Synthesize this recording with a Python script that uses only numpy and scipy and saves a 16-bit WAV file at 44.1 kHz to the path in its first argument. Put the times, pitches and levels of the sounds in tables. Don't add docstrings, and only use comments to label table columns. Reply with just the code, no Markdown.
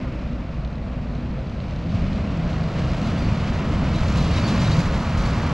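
import sys
import numpy as np
from scipy import signal
from scipy.fft import rfft, irfft, next_fast_len
from scipy.io import wavfile
from scipy.ndimage import uniform_filter1d

SR = 44100
rng = np.random.default_rng(int(sys.argv[2]) if len(sys.argv) > 2 else 0)


def transcribe(signal):
    frames = np.atleast_2d(signal).T
    limited = np.clip(frames, -1, 1)
    pcm = np.round(limited * 32767).astype(np.int16)
    wavfile.write(sys.argv[1], SR, pcm)


N = 243873

# time_s, rumble_db (before trim)
EXHAUST = [(0, -31.5), (.6, -33), (1.7, -30.5), (1.95, -26.5), (2.85, -26.5), (3.7, -24), (4.3, -22),
           (4.78, -21), (4.92, -26.5), (5.53, -23.5)]
# time_s, level_db
GROWL = [(0, -42.5), (1.7, -41), (2.05, -38), (2.85, -34.5), (3.4, -35.5), (4.65, -32.5), (5.1, -35),
         (5.53, -34)]
# firing_rate_multiple, level_db (relative), loudest_s, rise_db
ENGINE_ORDERS = [(2, -6, 2.98, 10), (2.32, -9, 4.78, 5), (2.55, -11, 4.25, 8), (2.67, -13, 3.2, 9),
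                 (2.75, -12, 4.55, 9), (3.5, -8, 5.3, 7), (4.65, -17, 4.6, 4)]
# freq_hz, level_db (relative)
BOOM_COLOUR = [(10, -17), (17, -5), (24, 0.5), (28, 4), (33, -0.5), (43, 4), (60, 1.5), (85, 1.5),
               (130, -25.5), (300, -86)]
RUMBLE_COLOUR = [(35, -15), (65, -3.5), (95, 0), (122, -3.5), (140, -2), (170, -1), (205, -3), (238, -8.5),
                 (275, -9.5), (350, -18), (500, -31.5), (1500, -95)]
GROWL_COLOUR = [(200, -14), (400, -3.5), (490, 0.5), (570, 2), (670, 1.5), (800, -6), (1100, -17),
                (2500, -25), (7000, -65)]
FIRING_HZ, ORDER_SWELL_S = 66.4, 0.32
FIRING_DB, FIRING_FOLLOWS = -29.5, 0.44
BOOM_DB, BOOM_FOLLOWS = -30.5, 0.28
OVERTONE_DB, OVERTONE_FOLLOWS = -25.5, 0.99


def engine(waver=0.00565, tone_rough_db=1.5, pulse_db=0.5, rumble_db=0.77):
    near_db, exhaust_db = nearness(), in_time(EXHAUST)[0]
    boom_rise_db, rumble_rise_db = swells()
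    turn = 2 * np.pi * np.cumsum(FIRING_HZ * (1 + waver * drift(2.66))) / SR
    firing = from_db(FIRING_DB + FIRING_FOLLOWS * near_db) * np.sin(turn)

    orders = 0
    for multiple, db, loudest_s, rise_db in ENGINE_ORDERS:
        order_db = db + rise_db * bell(loudest_s, ORDER_SWELL_S) + tone_rough_db * drift(1.6)
        orders = orders + from_db(order_db) * np.sin(multiple * turn + rng.uniform(0, 2 * np.pi))
    overtone_db = OVERTONE_DB + OVERTONE_FOLLOWS * (exhaust_db - exhaust_db.max())
    overtones = from_db(overtone_db) * orders

    boom_db = BOOM_DB + BOOM_FOLLOWS * near_db + boom_rise_db
    boom = from_db(boom_db) * evened(rush(BOOM_COLOUR), span_s=0.091)
    rumble_level = from_db(exhaust_db + rumble_db + rumble_rise_db)
    rumble = rumble_level * evened(rush(RUMBLE_COLOUR), span_s=0.088)
    pulses = from_db(pulse_db * np.sin(turn))
    growl = from_db(in_time(GROWL)[0]) * evened(rush(GROWL_COLOUR, pulses), span_s=0.32)
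    return firing + overtones + boom + rumble + growl


# peak_s, boom_rise_db, rumble_rise_db
SWELLS = [(2.02, 9, 1), (2.45, 6, 0), (2.88, 6.5, 0), (3.14, -3, 2), (3.27, 6, 1), (3.79, 8, 1),
          (4.03, 8, -0.5), (4.22, 5, 1.5), (4.53, -9, 0), (4.92, 5.5, 2.5), (5.21, 10, -1)]
SWELL_S = 0.073


def swells():
    return sum(np.outer(rises_db, bell(s, SWELL_S)) for s, *rises_db in SWELLS)


# time_s, roar_db (before trim), hiss_db
APPROACH = [(0, -45.5, -48.5), (.08, -45.5, -50), (.18, -46.5, -49.5), (.7, -48.5, -53), (1.6, -47, -51),
            (1.88, -47, -47), (1.96, -44.5, -44.5), (2.71, -40.5, -45), (2.77, -39.5, -41),
            (2.86, -39.5, -41.5), (3.25, -39, -41), (3.7, -37.5, -42), (4.3, -36.5, -37.5),
            (4.38, -35.5, -34.5), (4.45, -34, -38.5), (4.62, -34.5, -35.5), (4.95, -35, -41.5),
            (5.53, -33.5, -40.5)]
# freq_hz, level_db (relative)
TYRE_COLOUR = [(350, -13), (700, -13), (850, -4), (1000, -2), (1300, -3), (1600, -8.5), (2400, -13),
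               (5000, -52.5)]
TREAD_COLOUR = [(1000, -11), (1650, -7.5), (2100, -3.5), (2800, -3.5), (3400, -8), (5000, -13), (7500, -26),
                (14000, -69.5)]


def tyres(roar_db=1.5, hiss_db=0, grain_db=1.1, roar_grain=0.55):
    roar_level, hiss_level = in_time(APPROACH)
    asphalt = from_db(grain_db * drift(57))
    roar = from_db(roar_level + roar_db) * rush(TYRE_COLOUR, asphalt ** roar_grain)
    hiss = from_db(hiss_level + hiss_db) * rush(TREAD_COLOUR, asphalt)
    return roar + hiss


def nearness():
    roar_db = in_time(APPROACH)[0]
    return roar_db - roar_db[-SR:].mean()


# time_s, level_db (relative, before sway)
SHAKE = [(0, -29.5), (.9, -23.5), (1.8, -21), (2.45, -17), (2.71, -10), (2.78, -7.5), (3.88, -6.5),
         (3.98, -1), (4.28, -1.5), (4.4, 0.5), (4.8, 4), (4.9, 0.5), (5.53, -4)]
# start_s, clash_db, clank_db (relative, before trims)
CLINKS = [(1.895, -66, -53), (1.945, -55, -58), (2.125, -58, -60), (2.495, -52, -51), (2.745, -63, -58),
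          (3.06, -59, -55.5), (3.175, -50, -55), (3.365, -56, -58), (3.53, -49, -52), (3.945, -52, -38),
          (4.168, -43, -37), (4.32, -48, -40), (4.365, -52, -34), (4.476, -38, -36), (4.605, -48, -51),
          (4.657, -54, -36), (4.718, -61, -29.5), (4.785, -46, -53), (4.94, -54, -54), (5.171, -46, -46),
          (5.256, -47, -52)]
# freq_hz, level_db (relative)
RATTLE_COLOUR = [(1200, -18), (2500, 1), (3400, 0), (4100, 3), (4800, -1), (5400, -15.5), (6500, -20),
                 (8000, -23.5), (15000, -72.5)]
SIZZLE_COLOUR = [(3000, -9), (5000, 0), (5900, 0.5), (6800, -3), (7800, -7.5), (8200, -17), (10000, -17.5),
                 (12000, -22), (14000, -38)]
# pitch_hz, level_db (relative), t60_s
CLANK = [(3815, -2, .09), (4000, -2, .07), (4200, -9, .06), (4780, -10, .06)]
RATTLE_DB, RATTLE_FOLLOWS, SIZZLE_DB = -45.5, 0.66, -48
JOLT_RISE_S = 0.0067


def trailer(grain_db=2, sway_db=-1.1, clash_db=-2, spray_db=-4, clank_db=-1):
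    shake_db = in_time(SHAKE)[0] + sway_db * drift(3.7)
    contacts = from_db(grain_db * drift(90))
    start_s, clash_level, clank_level = np.transpose(CLINKS)
    rise = max(int(JOLT_RISE_S * SR), 2)
    jolts = uniform_filter1d(clicks(start_s + JOLT_RISE_S / 2, clash_level), rise)
    rattle = from_db(RATTLE_DB + RATTLE_FOLLOWS * shake_db) + from_db(clash_db) * dying(jolts, t60=0.24)
    sizzle = from_db(SIZZLE_DB + shake_db) + from_db(spray_db) * dying(jolts, t60=0.19)
    body = rattle * rush(RATTLE_COLOUR, contacts) + sizzle * rush(SIZZLE_COLOUR, contacts)
    return body + steel(CLANK, start_s, clank_level + clank_db) + squeaks()


def steel(modes, times, db, bounce_s=0.013, count=2):
    delays = rng.uniform(0, bounce_s, (len(times), count))
    bounces = sum(clicks(times + delay, db - 9) for delay in delays.T)
    blows = clicks(times, db) + bounces
    rings = sum(from_db(level) * ring(blows, hz, t60) for hz, level, t60 in modes)
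    band = signal.butter(2, [3000, 8000], "band", fs=SR, output="sos")
    return signal.sosfilt(band, rings)


# loudest_s, length_s, pitch_hz, glide_hz, level_db (before trim)
SQUEAKS = [(1.912, .05, 4500, 0, -56), (2.525, .04, 4490, 0, -60), (3.07, .06, 4490, 0, -52),
           (3.21, .06, 4800, 0, -51.5), (3.255, .11, 4490, 0, -49.5), (3.45, .14, 2965, -30, -49.5),
           (3.957, .025, 3960, 0, -47), (3.986, .03, 4020, 0, -44.5), (4.192, .035, 4200, 0, -42),
           (4.203, .04, 4000, -60, -43), (4.335, .055, 4490, 0, -44), (4.374, .045, 3870, -300, -39.5),
           (4.452, .075, 4490, 0, -38), (4.486, .02, 3540, 0, -41), (4.502, .025, 4490, 0, -43),
           (4.513, .025, 4060, 0, -43), (4.596, .03, 4790, 0, -42.5), (4.668, .035, 3820, 60, -41),
           (4.672, .035, 4020, 0, -44), (4.736, .06, 4490, 0, -40.5), (4.731, .055, 3815, 0, -42),
           (5.181, .025, 4150, 0, -45), (5.197, .025, 4000, 0, -48), (5.263, .06, 4490, 0, -46.5)]
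SQUEAK_DB, SQUEAK_WAVER_HZ, SQUEAK_ROUGH_DB = -1.8, 22, 2


def squeaks(upper_ratio=2.412, upper_db=-30):
    t, out = np.arange(N) / SR, np.zeros(N)
    slip_hz = SQUEAK_WAVER_HZ * drift(70)
    grip = from_db(SQUEAK_DB + SQUEAK_ROUGH_DB * drift(80))
    for loudest_s, length_s, hz, glide_hz, db in SQUEAKS:
        on = np.abs(t - loudest_s) < length_s / 2
        stroke = (t[on] - loudest_s) / length_s
        turn = 2 * np.pi * np.cumsum(hz + glide_hz * stroke + slip_hz[on]) / SR
        note = np.sin(turn) + from_db(upper_db) * np.sin(upper_ratio * turn)
        out[on] += from_db(db) * np.cos(np.pi * stroke) * note
    return np.sqrt(2) * grip * out


# loudest_s, length_s, pitch_hz, level_db
DRUMMING = [(1.957, 0.12, 108, -28.5), (1.935, 0.18, 166, -26), (2.152, 0.41, 204.5, -28.5),
            (2.55, 0.53, 161.5, -29), (3.054, 0.13, 217.6, -28), (3.293, 0.13, 109, -23),
            (3.953, 0.095, 158, -24), (4.24, 0.16, 62.8, -25), (4.53, 0.12, 222, -27.5),
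            (4.658, 0.13, 117.6, -26.5), (4.76, 0.15, 154, -22), (5.185, .12, 159, -24),
            (5.248, .35, 117.5, -28.5)]


def drumming(width=0.13):
    out = 0
    for loudest_s, length_s, hz, db in DRUMMING:
        low_hz, high_hz = hz * (1 - width) ** 2, hz / (1 - width) ** 2
        resonance = [(low_hz, -40), (hz, 0), (high_hz, -40), (hz * 4, -100)]
        note = rms_one(colour(rng.standard_normal(N), resonance))
        out = out + from_db(db) * bell(loudest_s, length_s / 2) * evened(note[None], span_s=0.028)
    return out


# time_s, level_db
DRONE = [(0, -30.5), (1.1, -31), (1.9, -32.5), (2.6, -36), (3.4, -37), (5.53, -62.5)]
# firing_rate_multiple, level_db (relative)
DRONE_ORDERS = [(1, -2.5), (2.451, -13), (2.85, -18.5), (4.5, -14)]
DRONE_HZ = 54.26


def far_engine(waver=0.002, flutter_db=-0.5, overtone_flutter_db=4.0):
    turn = 2 * np.pi * np.cumsum(DRONE_HZ * (1 + waver * drift(2.7))) / SR
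    tones = 0
    for multiple, db in DRONE_ORDERS:
        depth_db = overtone_flutter_db if multiple > 1 else flutter_db
        tones = tones + from_db(db + depth_db * drift(2.2)) * np.sin(multiple * turn)
    return np.sqrt(2) * from_db(in_time(DRONE)[0]) * tones


# start_s, level_db (before trim and colour)
KNOCKS = [(0.649, -37), (0.6752, -42), (0.7008, -42), (0.7272, -42), (0.7542, -44), (1.0984, -41),
          (1.1245, -43), (1.1515, -38), (1.1787, -41), (1.2052, -42.5), (1.3915, -43), (1.497, -42),
          (1.6028, -33), (1.7085, -40), (1.7612, -33.8), (1.8926, -40), (1.9205, -38), (2.1305, -33)]
# time_s, level_db (before scatter, trim, colour)
KNOCKING = [(0, -49), (.6, -47), (1.2, -44.5), (2, -41.5), (2.6, -37), (5.53, -64)]
# freq_hz, level_db (relative)
KNOCK_COLOUR = [(1500, -14), (2900, -2), (3500, -4.5), (4100, 8), (4700, -14), (5500, -17.5), (6200, -7),
                (7200, -38.5), (9000, -40.5), (14000, -58)]
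KNOCK_PERIOD_S, HARD_KNOCK_DB = 0.0265, -1


def diesel_knock(uneven_db=7.0, steady_db=-2, t60=0.015):
    hard_s, peak_db = np.transpose(KNOCKS)
    beat_s = np.arange(hard_s[0] % KNOCK_PERIOD_S, N / SR, KNOCK_PERIOD_S)
    scatter_db = uneven_db * rng.uniform(-0.83, 1, len(beat_s))
    beat_db = np.interp(beat_s, *np.transpose(KNOCKING)) + scatter_db
    blows = clicks(hard_s, peak_db + HARD_KNOCK_DB) + clicks(beat_s, beat_db + steady_db)
    bursts = dying(blows, t60) * evened(rush(KNOCK_COLOUR), span_s=0.003)
    return colour(bursts, [(7000, -6.0), (9000, -21)])


# time_s, level_db
TRAFFIC = [(0, -34), (.5, -42.5), (1.35, -40), (1.85, -51.5), (2.4, -50.5), (5.53, -58)]
# freq_hz, level_db (relative)
TRAFFIC_COLOUR = [(150, -25), (210, -3), (243, 5.5), (280, -15), (310, -1.5), (390, -16.5), (560, -9.5),
                  (800, -28.5), (1400, -30), (2500, -24), (6000, -73)]


def distant_traffic():
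    return from_db(in_time(TRAFFIC)[0]) * rush(TRAFFIC_COLOUR)


# freq_hz, side_minus_mid_db (before the side level over time)
WIDTH = [(30, -38), (90, -55), (200, -64), (380, -14.5), (620, -29), (850, -24.5), (1500, -20),
         (4400, -18.5), (6000, -13.5), (8500, -10), (13000, -7)]
# time_s, side_db
SIDE_LEVEL = [(0, -53), (1.6, -42.5), (2.05, -11.5), (2.6, -3.5), (3.2, -1), (4.3, 2), (5.53, 2)]


def rush(spectrum, flutter=1):
    mid, side = colour(rng.standard_normal((2, N)) * flutter, spectrum)
    side = colour(side, WIDTH) * from_db(in_time(SIDE_LEVEL)[0])
    return rms_one(mid + side * [[1], [-1]])


# freq_hz, right_lead_rad (negative lags; before the side level over time)
RIGHT_LEADS = [(300, 0), (520, -.1), (800, 0.16), (2100, .13), (2600, .33), (7500, .24), (10000, .05)]


def from_the_right(x):
    size = next_fast_len(N)
    hz, lead = np.transpose(RIGHT_LEADS)
    phase = np.interp(np.fft.rfftfreq(size, 1 / SR), hz, lead)
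    side = irfft(rfft(x.mean(axis=0), size) * -.5j * phase, size)[:N]
    return x + np.array([[1], [-1]]) * side * from_db(in_time(SIDE_LEVEL)[0])


def from_db(db):
    return 10 ** (np.asarray(db) / 20)


def rms_one(x):
    return x / np.sqrt(np.mean(x ** 2) + 1e-20)


def in_time(rows):
    s, *columns = np.transpose(rows)
    return [np.interp(np.arange(N) / SR, s, c) for c in columns]


def bell(s, width_s):
    return np.exp(-((np.arange(N) / SR - s) / width_s) ** 2)


def drift(rate_hz):
    r = np.exp(-80 * np.pi * rate_hz / SR)
    noise = rng.standard_normal(N // 40 + 2002)
    slow = signal.lfilter([1], [1, -2 * r, r * r], noise)[2000:]
    return np.interp(np.arange(N) / 40, np.arange(len(slow)), rms_one(slow))


def colour(x, spectrum):
    size = next_fast_len(N)
    hz, db = np.transpose(spectrum)
    bins = np.maximum(np.fft.rfftfreq(size, 1 / SR), 1)
    gain = from_db(np.interp(np.log(bins), np.log(hz), db))
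    return irfft(rfft(x, size) * gain, size)[..., :N]


def evened(x, span_s):
    power = uniform_filter1d(np.mean(x ** 2, axis=0), max(int(span_s * SR), 2))
    return x / np.sqrt(np.abs(power) + 1e-9)


def clicks(times, db):
    out = np.zeros(N)
    at = np.round(np.asarray(times) * SR).astype(int)
    out[np.clip(at, 0, N - 1)] = from_db(db)
    return out


def dying(blows, t60):
    return signal.lfilter([1], [1, -from_db(-60 / (t60 * SR))], blows + 1e-18)


def ring(force, hz, t60):
    r, w = from_db(-60 / (t60 * SR)), 2 * np.pi * hz / SR
    return signal.lfilter([0, np.sin(w)], [1, -2 * r * np.cos(w), r * r], force + 1e-18)


def scene(tyre_pan_db=-0.33, trailer_pan_db=0.5):
    sides = np.array([[1], [-1]]) * from_db(in_time(SIDE_LEVEL)[0])
    road = tyres() * from_db(tyre_pan_db * sides) + trailer() * from_db(trailer_pan_db * sides)
    return from_the_right(engine() + road + drumming() + far_engine() + diesel_knock() + distant_traffic())


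CUTOFF_HZ = 14100


def record(dry, fade_s=0.0015):
    t = np.arange(N) / SR
    fade = np.sin(np.pi / 2 * np.clip(np.minimum(t, t[::-1]) / fade_s, 0, 1)) ** 2
    low_pass = signal.ellip(10, .1, 80, CUTOFF_HZ, fs=SR, output="sos")
    return signal.sosfilt(low_pass, dry * fade)


dry = scene()
out = record(dry)
transcribe(out)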